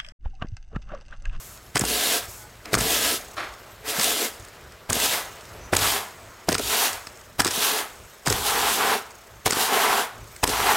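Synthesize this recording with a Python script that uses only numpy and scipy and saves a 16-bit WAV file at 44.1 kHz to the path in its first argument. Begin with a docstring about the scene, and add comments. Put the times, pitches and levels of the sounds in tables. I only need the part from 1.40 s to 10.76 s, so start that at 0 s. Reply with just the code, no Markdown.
"""Push broom on carpet and hard floor

A stiff broom sweeps carpet, then hard floor, heard from a mono camera strapped to its handle.
Each stroke starts as the wooden head drops: the handle thuds, the camera mount rattles and the head
knocks, then bristles hiss and scrub. As the broom is carried back the mount rustles, with thin squeaks.
Something falls once further off in the small room."""
import sys
import numpy as np
from scipy import signal
from scipy.fft import rfft, irfft, next_fast_len
from scipy.io import wavfile
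from scipy.ndimage import uniform_filter1d, map_coordinates

SR = 44100
rng = np.random.default_rng(int(sys.argv[2]) if len(sys.argv) > 2 else 0)


def persist_wave(psi):
    """Save psi, clipped to +-1, as 16-bit WAV."""
    counts = np.round(np.clip(psi, -1, 1) * 32767).astype(np.int16)
    wavfile.write(sys.argv[1], SR, np.atleast_2d(counts).T)


N = 412776


def amp(db):
    """Decibels to gain."""
    return 10 ** (np.asarray(db) / 20)


def unit(x):
    """x at rms 1."""
    return x / np.sqrt(np.mean(x ** 2) + 1e-20)


def along(points, hz):
    """Interpolate (Hz, value) points on a log axis."""
    f, v = np.transpose(points)
    return np.interp(np.log(hz + 1), np.log(f + 1), v)


def curves(rows):
    """One value per sample for each column after the time."""
    s, *cols = np.transpose(rows)
    return np.array([np.interp(np.arange(N) / SR, s, c) for c in cols])


def gains(tables, fade_s):
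    """Summed, smoothed gains of (s, dB, ..) tables, each silent outside its span."""
    total = np.zeros((len(tables[0][0]) - 1, N))
    for rows in tables:
        s, *cols = np.transpose(rows)
        span = np.arange(max(round(s[0] * SR), 0), min(round(s[-1] * SR), N))
        total[:, span] += amp([np.interp(span / SR, s, c) for c in cols])
    return uniform_filter1d(total, int(fade_s * SR) + 1, axis=1)


def wobble(rate_hz):
    """A smooth random curve with knots at rate_hz."""
    knots = rng.standard_normal(int(N * rate_hz / SR) + 4)
    return map_coordinates(knots, [np.arange(N) * rate_hz / SR])


def filtered(x, response):
    """x through a complex frequency response."""
    size = next_fast_len(N + SR // 2)
    return irfft(rfft(x, size) * response(np.fft.rfftfreq(size, 1 / SR)), size)[..., :N]


def coloured(x, spectrum):
    """x shaped by (Hz, dB) points, at rms 1."""
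    return unit(filtered(x, lambda hz: amp(along(spectrum, hz))))


def resonances(modes):
    """Causal response of (Hz, width Hz, dB) modes of alternating sign."""
    return lambda f: sum((-1) ** k * amp(db) * 1j * f * width / (hz * hz - f * f + 1j * f * width)
                         for k, (hz, width, db) in enumerate(modes))


def rung(x, modes, order=1):
    """x through resonances whose powers add, each applied order times, at rms 1."""
    def response(f):
        return np.sqrt(sum(amp(2 * db) * abs(resonances([(hz, width, 0)])(f)) ** (2 * order)
                           for hz, width, db in modes))
    return unit(filtered(x, response))


def flicks(grain_db, patchy_db):
    """Dense flicks: noise whose level jumps about every millisecond, in time-frequency patches."""
    grains = rng.standard_normal(N) * amp(grain_db * wobble(900))
    spectra = signal.stft(grains, nperseg=512)[2]
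    patches = uniform_filter1d(uniform_filter1d(rng.standard_normal(spectra.shape), 8, 0), 8, 1)
    return signal.istft(spectra * amp(patchy_db * unit(patches)), nperseg=512)[1][:N]


def scattered(spans, db):
    """One random event per span: time in seconds, level within 4 dB of db, spread within +-1.75."""
    start, end = np.array(spans)[:, :2].T
    when, level, spread = rng.random((len(start), 3)).T
    return np.c_[start + (end - start) * when, db + 8 * (level - .5), 3.5 * (spread - .5)]


def bursts(events):
    """Seconds around each event's peak, and the matching track samples."""
    step = np.arange(-300, 900)
    return step / SR, np.clip(np.round(events[:, :1] * SR).astype(int) + step, 0, N - 1)


def placed(samples, sounds):
    """Sum bursts into one track."""
    return np.bincount(samples.ravel(), sounds.ravel(), N)


def add(track, s, sound):
    """Mix a sound into the track at s seconds."""
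    track[round(s * SR):][:len(sound)] += sound


# Broom in the air. Each row: start and end in seconds, first and last rustle in dB, murmur in dB.
LIFTS = [(0, .34, -54, -58, -48.5), (.858, 1.24, -47, -60.5, -48), (1.8, 2.44, -49, -59, -46),
         (2.92, 3.477, -51, -67, -46.5), (3.86, 4.31, -48, -57.5, -43.5), (4.683, 5.07, -51, -58, -46),
         (5.603, 5.98, -50, -60, -48), (6.502, 6.85, -50.5, -57, -48), (7.7, 8.05, -55.5, -60, -48.5),
         (8.717, 9.019, -58, -49, -47)]
# Each row: centre in Hz, width in Hz, level in dB.
RUSTLE_MODES = [(3270, 1600, -7), (4430, 270, -8), (5320, 150, 2), (6600, 560, 2), (7970, 680, -1.5),
                (11200, 3100, -9.5), (14900, 1100, -8)]
# Each row: frequency in Hz, density in dB.
MURMUR_SPECTRUM = [(88, -47), (150, -7.5), (315, -9), (356, -2), (557, -2.5), (611, 0.5), (782, -5),
                   (1300, -3), (6000, -18.5), (7800, -56), (13200, -120)]


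def mount_rustle():
    """The mount rustles in quick puffs over a dull murmur; both levels glide on between lifts."""
    puff_hz, puff_db, murmur_fade_db = 27, 2.5, 2.5
    levels = [row for start, end, first, last, db in LIFTS
              for row in [(start, first, db), (end, last, db - murmur_fade_db)]]
    rustle_gain, murmur_gain = amp(curves(levels))
    puff_phase = 2 * np.pi * np.cumsum(puff_hz * (1 + .35 * wobble(11))) / SR
    puffs = np.sin(puff_phase) * (1 + wobble(3.5))
    rustle = amp(puff_db * puffs) * rung(flicks(grain_db=2.5, patchy_db=2.0), RUSTLE_MODES)
    murmur = coloured(flicks(grain_db=0.2, patchy_db=1.5), MURMUR_SPECTRUM)
    return rustle_gain * unit(rustle) + murmur_gain * murmur


# Each row: start in seconds, release in seconds, level in dB.
GRAZES = [(0, 0.155, -44), (0.887, 1.023, -42.5)]
# Each row: frequency in Hz, density in dB.
GRAZE_SPECTRUM = [(1500, -28), (4000, -9.5), (7600, 0), (9500, -6.5), (12500, -2.5), (16000, -9.5)]


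def grazes():
    """Bristle tips graze the floor on the way back, over a faint steady hiss of the same colour."""
    hiss_db = -59
    levels = [[(start, db), (end, db - 5.5), (end + 0.046, db - 26)] for start, end, db in GRAZES]
    graze_gain = gains(levels, fade_s=.02)[0]
    return (graze_gain + amp(hiss_db)) * coloured(rng.standard_normal(N), GRAZE_SPECTRUM)


# Each row: start in seconds, level in dB, pitch in Hz, lower and upper ring in dB, rumble jolt in dB.
THUDS = [(0.352, -14, 151.6, -41, -50, 4), (.414, -13, 135, -29, -50, 0), (.883, -31, 75, -53, -55, 1),
         (1.328, -18, 141, -43, -43, 20), (1.344, -13, 110.3, -27, -45, 3), (2.584, -20, 170, -55, -50, 4),
         (2.999, -30.5, 93, -57, -45, 5), (3.496, -16, 99, -34, -45, 13), (4.11, -35.5, 114, -58, -46, 0),
         (4.327, -11, 119, -45, -24.5, 15), (5.083, -12, 172, -45, -29, 15), (5.13, -20, 120, -50, -41, 0),
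         (5.503, -45, 115, -60, -44, 0), (5.99, -19, 140, -50, -31.5, 7), (6.873, -11, 136, -36, -35, 20.5),
         (8.057, -20.5, 110, -45, -36, 3), (9.032, -14.5, 75, -45, -45, 12)]
# Each row: frequency in Hz, T60 in seconds.
HANDLE_MODES = [(57.5, 0.57), (97, 0.55)]
# Each row: centre in Hz, width in Hz, level in dB.
RUMBLE_MODES = [(35, 40, -3), (57, 18, 5), (107, 12.5, 3.5), (140, 47, -15)]
# Rumble between jolts. Each row: time in seconds, level in dB.
RUMBLE_LEVELS = [(0, -48.5), (.73, -53), (1.17, -48), (1.8, -53), (2.1, -53.5), (3.1, -52.5), (3.95, -56),
                 (4.15, -44.5), (4.85, -54.5), (5.5, -52), (5.8, -51.5), (6.3, -57), (6.8, -52),
                 (7.4, -50.5), (8.65, -59), (8.8, -46), (9.36, -48.5)]


def handle():
    """The handle carries a lumpy rumble, low thuds and its own ring straight into the microphone."""
    thud_t60_s, attack_s, jolt_rise_s, jolt_decay_s = 0.061, 0.0038, 0.011, 0.23
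    thuds, jolt_db = np.zeros((2, N + SR))
    t = np.arange(SR) / SR
    for s, db, hz, *rings_db, jolt in THUDS:
        parts = [(db, hz, thud_t60_s)] + [(ring, *mode) for ring, mode in zip(rings_db, HANDLE_MODES)]
        thud = sum(amp(level - 60 * t / t60) * np.sin(2 * np.pi * f * t) for level, f, t60 in parts)
        add(thuds, s, thud * (1 - np.exp(-t / attack_s)))
        add(jolt_db, s, jolt * (1 - np.exp(-t / jolt_rise_s)) * np.exp(-t / jolt_decay_s))
    rumble = amp(3.5 * wobble(9.9)) * rung(rng.standard_normal(N), RUMBLE_MODES)
    return thuds[:N] + amp(curves(RUMBLE_LEVELS)[0] + jolt_db[:N]) * unit(rumble)


# Each row: start and end in seconds, first and last pitch in Hz, level in dB.
THIN_TONES = [(.185, .3, 10900, 9950, -59), (.21, .31, 12200, 11400, -57), (2.17, 2.24, 12600, 11900, -62),
              (2.19, 2.25, 14500, 13800, -59), (2.278, 2.37, 12900, 14100, -54),
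              (2.39, 2.43, 14100, 13100, -59), (4.2, 4.32, 6900, 6900, -61),
              (6.63, 6.78, 11200, 12600, -59), (4.1, 4.19, 10300, 12000, -53),
              (4.182, 4.323, 6000, 6000, -51), (8.81, 8.847, 6000, 6000, -55),
              (8.865, 8.98, 13600, 13800, -55), (.95, 1.12, 1490, 1485, -53.5), (.96, 1.12, 849, 845, -52),
              (9.03, 9.037, 2650, 2650, -26)]


def thin_tones():
    """Thin squeaks, two faint steady tones, and a brief ring at the last landing."""
    track = np.zeros(N)
    flutter = amp(2 * wobble(90))
    for start, end, first_hz, last_hz, db in THIN_TONES:
        count = int((end - start) * SR)
        hz = np.linspace(first_hz, last_hz, count) * (1 + .12 * rng.standard_normal(count))
        tone = np.sin(2 * np.pi * np.cumsum(hz) / SR) * np.sqrt(np.hanning(count))
        add(track, start, amp(db) * tone * flutter[round(start * SR):][:count])
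    return track


# The head touches down. Each row: start and end in seconds, crunch in dB.
LANDINGS = [(0.345, 0.464, -36.5), (1.326, 1.363, -27.5), (1.371, 1.42, -31.5), (3.493, 3.558, -29),
            (4.323, 4.403, -29), (5.075, 5.169, -33.5), (5.183, 5.206, -35), (5.987, 6.022, -26.5),
            (6.047, 6.12, -35.5), (6.856, 6.945, -28.5), (8.051, 8.088, -26), (8.086, 8.151, -32),
            (9.033, 9.046, -20), (9.061, 9.096, -35)]
# One table per stroke, plus a short dull scuff before the second landing.
# Each row: time in seconds, then tip hiss, scrub and boom in dB.
STROKES_AND_SCUFF = [
    [(0.46, -31, -37, -33), (0.484, -24.5, -34, -36.5), (0.738, -23, -29.5, -37), (0.782, -26.5, -34, -36),
     (0.818, -40, -43, -62), (0.83, -40, -42.5, -55)],
    [(1.42, -27, -34.5, -34), (1.51, -23.5, -31.5, -35), (1.692, -24.5, -32.5, -35.5),
     (1.742, -25.5, -33.5, -31.5), (1.77, -30.5, -42, -46), (1.8, -43.5, -43.5, -65)],
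    [(2.46, -39, -36, -44), (2.494, -26.5, -34, -41), (2.542, -31, -31.5, -44), (2.628, -23.5, -32, -38),
     (2.856, -27, -33.5, -33), (2.91, -43, -49, -58)],
    [(3.555, -28.5, -44, -39), (3.581, -28, -34, -42), (3.657, -21.5, -28.5, -36), (3.683, -26, -35, -54),
     (3.737, -23, -27.5, -36), (3.83, -39.5, -39, -54)],
    [(4.4, -28, -34, -45), (4.422, -23.5, -28, -40), (4.472, -22, -26.5, -32), (4.496, -23, -29, -41),
     (4.576, -28.5, -30, -34.5), (4.65, -44, -40.5, -60)],
    [(5.21, -35, -45, -23), (5.22, -32, -46, -51), (5.338, -23.5, -28, -36), (5.454, -23, -29, -40),
     (5.57, -40.5, -39, -54), (5.58, -44, -41, -59)],
    [(6.12, -31.5, -37, -49), (6.144, -27, -35, -49), (6.178, -25.5, -34.5, -36),
     (6.238, -22, -27.5, -37.5), (6.388, -26.5, -29, -38), (6.46, -43, -40.5, -51)],
    [(6.95, -30, -32.5, -35), (7.008, -30, -35, -41), (7.074, -23.5, -28.5, -41), (7.164, -27, -25, -35),
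     (7.308, -25, -24.5, -35.5), (7.348, -22, -32, -35.5), (7.384, -29, -25.5, -34),
     (7.402, -28, -23.5, -32), (7.542, -28.5, -23.5, -31.5), (7.578, -33, -31.5, -36),
     (7.63, -50, -42, -60)],
    [(8.15, -32, -33, -45), (8.168, -28, -28.5, -36), (8.216, -22, -25, -33), (8.27, -26, -29.5, -45),
     (8.298, -30, -24.5, -34), (8.348, -26.5, -22.5, -29), (8.426, -27.5, -23, -37),
     (8.454, -28, -22.5, -32.5), (8.602, -28, -24, -35), (8.642, -33.5, -30.5, -43),
     (8.68, -48, -38.5, -53)],
    [(1.25, -53, -53, -56), (1.264, -55, -38.5, -44), (1.315, -49, -45, -47)],
    [(9.1, -27, -35, -36), (9.114, -29, -27.5, -37.5), (9.355, -26, -21, -32)],
]
# Each row: time in seconds, share of hard floor under the bristles from 0 to 1.
HARD_SHARE = [(3.3, 0.1), (4.2, 0.8), (6.5, 0.66), (6.9, 0.96)]
# Each row: frequency in Hz, density in dB.
TIP_SPECTRUM = [(1590, -26), (2700, -2.5), (3500, -1), (5050, -4), (10200, -6.5), (11800, -5.5),
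                (14600, -10), (16000, -15)]
# Head modes on each surface. Each row: centre in Hz, width in Hz, level in dB.
CARPET_MODES = [(241, 86, -7.5), (319, 88, -4.5), (437, 44, 1), (562.6, 91, -0.5), (692, 125, 0.5),
                (1000, 860, -7.5), (1302, 110, -3), (1640, 310, -2), (2037, 380, -3), (2440, 350, -6.5)]
HARD_FLOOR_MODES = [(238, 137, -8.5), (421, 102, -0.5), (727, 160, -4.5), (835, 204, 1), (1017, 380, -2.5),
                    (1340, 860, -4), (2170, 2000, -9.5)]


def sweep_gains():
    """Gains of hiss, scrub and boom, faded at both ends of each stroke and of the scuff."""
    onset_s, release_s, drop_db = 0.034, 0.12, 20
    tables = []
    for rows in STROKES_AND_SCUFF:
        (start, *first), (end, *last) = rows[0], rows[-1]
        lead_in = (start - onset_s, *np.subtract(first, drop_db))
        lead_out = (end + release_s, *np.subtract(last, drop_db))
        tables.append([lead_in, *rows, lead_out])
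    return gains(tables, fade_s=0.0086)


def head_resonance(drag, low_hz, high_hz):
    """Bristle drag shakes the wooden head's modes in one band, hollower on hard floor."""
    hard = np.clip(curves(HARD_SHARE)[0], 0, 1)
    carpet = [mode for mode in CARPET_MODES if low_hz <= mode[0] < high_hz]
    floor = [mode for mode in HARD_FLOOR_MODES if low_hz <= mode[0] < high_hz]
    on_carpet, on_floor = rung(drag, carpet, order=2), rung(drag[::-1], floor, order=2)
    return np.sqrt(1 - hard) * on_carpet + np.sqrt(hard) * on_floor


def bristles():
    """Bristles crunch on landing, then sweep: the tips hiss, the head scrubs and booms."""
    split_hz = 560
    hiss_gain, scrub_gain, boom_gain = sweep_gains()
    judder = amp(0.85 * wobble(25))  # bristle rows catch and let go together
    tips = coloured(flicks(grain_db=1.0, patchy_db=1.0), TIP_SPECTRUM)
    drag = flicks(grain_db=1.5, patchy_db=1.0)
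    scrub = head_resonance(drag, split_hz, np.inf)
    boom = head_resonance(drag, 0, split_hz)
    sweep = judder * (hiss_gain * tips + scrub_gain * scrub + boom_gain * boom)
    crunch_levels = [[(start - .004, db - 17.5), (start + 0.0093, db), (end, db - 8.5)]
                     for start, end, db in LANDINGS]
    crunch_gain = gains(crunch_levels, fade_s=0.004)[0] * amp(4.5 * wobble(150))
    return sweep + crunch_gain * (tips + 0.74 * scrub + 0.48 * boom)


# Each row: peak time in seconds, level in dB, lower modes over upper modes in dB.
RATTLES = [(.357, -5, 1), (.37, -8, 6), (.3765, -5.5, 0), (.394, -8, -16), (.411, -7, -3),
           (.452, -10.5, -6), (.48, -16, -6), (1.257, -22, 5), (1.3327, -10, 5), (1.3418, -4.5, 4),
           (1.3517, -5, -2), (1.381, -14, 0), (1.3866, -7.5, -4), (1.409, -7.5, 0), (2.139, -32, 2),
           (2.318, -38, -6), (2.597, -6, 2), (2.613, -6, 3), (2.633, -6, -6), (2.643, -5, -4),
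           (2.998, -30, -4), (3.025, -33, -4), (3.05, -28, -7), (3.085, -32, -5), (3.5024, -9.5, -7),
           (3.5303, -2, -4), (3.601, -7, 0), (4.0103, -29, -2), (4.092, -34, -2), (4.138, -37, 4),
           (4.338, -9, -3), (4.367, -1, -7), (4.3902, -10, 1), (5.0894, 6.5, 0.5), (5.1273, -7.5, 1),
           (5.1452, -7, 3), (5.151, -8, 8), (5.1822, -9, -2), (5.531, -16, -3), (5.671, -21.5, 11),
           (5.7736, -31, -2), (5.998, -6, 6), (6.0028, -2, 1.5), (6.048, -5, -2), (6.0557, -11, 3),
           (6.068, -6.5, -4), (6.077, -7.5, 3), (6.018, -12, -3), (6.086, -13, 3), (6.1134, -10, 0),
           (6.861, -14, 0), (6.865, -13, 3), (6.872, -6, -4), (6.901, -3.5, -5), (6.9258, -4, -1),
           (8.0604, -6, 0), (8.0683, -12, -1), (8.0783, -10, 4), (8.1083, -5, -6), (8.123, -5.5, 4),
           (8.132, -9, 5), (8.9634, -24, 0), (9.038, -3.5, -4), (9.0413, 4, -3), (9.076, -5, -4)]
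# Lower set, then upper set. Each row: centre in Hz, width in Hz, level in dB.
MOUNT_MODES = [
    [(2000, 1240, -6), (4180, 790, -4.5), (5070, 840, -2.5)],
    [(6580, 480, -3), (7850, 1500, -2.5), (9030, 2700, -6.5), (12600, 4400, -18)],
]


def mount_rattles():
    """The loose mount chatters in spikes of noise, with a random extra one per lift and landing."""
    extras = np.r_[scattered(LIFTS, db=-34), scattered(LANDINGS, db=-12)] * [1, 1, 3]
    rows = np.r_[RATTLES, extras]
    db, tilt_db = rows[:, 1:2], rows[:, 2:]
    t, samples = bursts(rows)
    width_s = np.clip(0.0019 - 0.03 * db, .0005, 0.0038)  # the hardest rattles are shortest
    envelope = np.exp(np.where(t < 0, 2.9 * t, -1.5 * t) / width_s)
    chatter = rng.standard_normal(samples.shape) * envelope * amp(db)
    lower = placed(samples, chatter * amp(tilt_db / 2))
    upper = placed(samples, chatter * amp(-tilt_db / 2))
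    return filtered(lower, resonances(MOUNT_MODES[0])) - filtered(upper, resonances(MOUNT_MODES[1]))


# Each row: peak time in seconds, level in dB, pitch in Hz.
KNOCKS = [(.3597, -12, 800), (.3665, -5, 1430), (.3705, -11, 1900), (.4005, -18, 380), (.418, -16, 200),
          (.4386, -12.5, 780), (.509, -22.5, 249), (1.254, -30.5, 1400), (1.3317, -12, 397),
          (1.3421, -2.5, 1480), (1.3517, -8, 1220), (1.373, -17, 420), (1.388, -19, 330), (1.411, -20, 200),
          (1.445, -22.5, 160), (2.596, -22.5, 220), (2.6008, -17, 1070), (3.5075, -13.5, 1150),
          (3.515, -24.5, 220), (3.567, -17, 650), (4.3301, -9.5, 620), (4.3343, -3, 1500),
          (4.338, -8, 2100), (4.3428, -12, 910), (5.0865, -8.5, 680), (5.092, -11.5, 300),
          (5.0966, -16, 640), (5.1214, -20, 560), (5.1294, -15.5, 432), (5.1533, -12.5, 1300),
          (5.1966, -18.5, 700), (5.672, -26.5, 1290), (5.9945, -11.5, 805), (6.003, -7.5, 1670),
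          (6.007, -9, 1300), (6.0565, -16, 1080), (6.0605, -13.5, 353), (6.077, -18, 1360),
          (6.085, -27, 350), (6.178, -23.5, 200), (6.8668, -15, 760), (6.8745, -8, 1600), (6.885, -16, 900),
          (6.9075, -15, 500), (6.9255, -13, 1560), (8.064, -12.5, 684), (8.0743, -9.5, 930),
          (8.1076, -16, 1220), (8.1288, -13.5, 1240), (8.17, -19, 450), (9.0335, -11, 806),
          (9.0418, -10.5, 1240), (9.0529, -17, 950), (9.079, -21.5, 310), (9.099, -19.5, 420)]
# The head's low thump. Each row: centre in Hz, width in Hz, level in dB.
THUMP_MODES = [(285, 250, -1.5)]


def head_knocks():
    """Dead wooden blows roughened by splintery contact, with a soft random one per landing."""
    soft_db, soft_hz = -22.5, 870
    s, db, spread = scattered(LANDINGS, soft_db).T
    rows = np.r_[KNOCKS, np.c_[s, db, soft_hz * np.exp(.4 * spread)]]
    t, samples = bursts(rows)
    cycles = t * rows[:, 2:]
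    noise = rng.standard_normal(samples.shape)
    tone = np.sin(2 * np.pi * cycles + 3 * noise[:, :1])
    splinters = 0.35 * unit(uniform_filter1d(noise, size=12, axis=1))
    envelope = amp(rows[:, 1:2]) * np.exp(np.where(t < 0, 12.0 * cycles, -.85 * cycles))
    push = placed(samples, envelope * np.sign(noise[:, 1:2]))  # one-way force of each blow
    return placed(samples, envelope * (tone + splinters)) + filtered(push, resonances(THUMP_MODES))


# Each row: frequency in Hz, T60 in seconds.
ROOM_DECAY = [(250, 0.34), (700, 0.49), (1300, 0.52), (2500, 0.4), (5000, 0.36), (12000, 0.27)]


def room(x):
    """Small-room reverberation; each frequency dies at its own speed."""
    hz, t, spectra = signal.stft(rng.standard_normal(SR // 2), SR, nperseg=256)
    decay = amp(-60 * t / along(ROOM_DECAY, hz)[:, None])
    tail = signal.istft(spectra * decay, SR, nperseg=256)[1]
    return signal.fftconvolve(x, tail / np.linalg.norm(tail))[:N]


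# Each row: time in seconds, impulse level in dB.
FALL_BLOWS = [(1.968, 14), (1.978, 19.3), (2.003, 13.7), (2.028, 12)]
# Each row: frequency in Hz, gain in dB.
FALL_SPECTRUM = [(240, -20.5), (400, -10), (524, -14), (707, -6), (1000, -15), (1150, -5), (1400, -7),
                 (1550, -9), (2000, -10), (2620, -14.5), (4370, -17.5), (7090, -31), (12000, -32),
                 (15600, -66), (22000, -120)]
# The fallen thing's ring. Each row: centre in Hz, width in Hz, gain per pass in dB.
FALL_MODES = [(1190, 75, -1), (1340, 80, -2)]


def far_fall():
    """A far clatter arrives mostly as room sound; two filter passes give its ring a soft onset."""
    blows = np.zeros(N)
    for s, db in FALL_BLOWS:
        blows[round(s * SR)] = amp(db)
    clatter = filtered(room(blows), lambda hz: amp(along(FALL_SPECTRUM, hz)))
    ring = filtered(blows, lambda hz: resonances(FALL_MODES)(hz) ** 2)
    return clatter + ring


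# The room's answer to the broom. Each row: frequency in Hz, gain in dB.
REVERB_SPECTRUM = [(300, -12.5), (700, -13), (1300, -11), (2500, -16.5), (6000, -15.5), (12000, -12)]


def scene():
    """Broom, room and fall reach one microphone, on two equal channels."""
    broom = bristles() + head_knocks() + mount_rattles()
    reverb = filtered(room(broom), lambda hz: amp(along(REVERB_SPECTRUM, hz)))
    mono = broom + reverb + handle() + mount_rustle() + thin_tones() + grazes() + far_fall()
    return np.array([mono, mono])


def record(dry):
    """Soft clipping of the loudest blows, then a bass roll-off and a hard band limit."""
    ceiling, bass_hz, top_hz = 0.66, 22, 15900
    clipped = dry / (1 + np.abs(dry / ceiling) ** 6) ** (1 / 6)
    return filtered(clipped, lambda hz: (hz < top_hz) * hz ** 2 / (hz ** 2 + bass_hz ** 2))


dry = scene()
out = record(dry)
persist_wave(out)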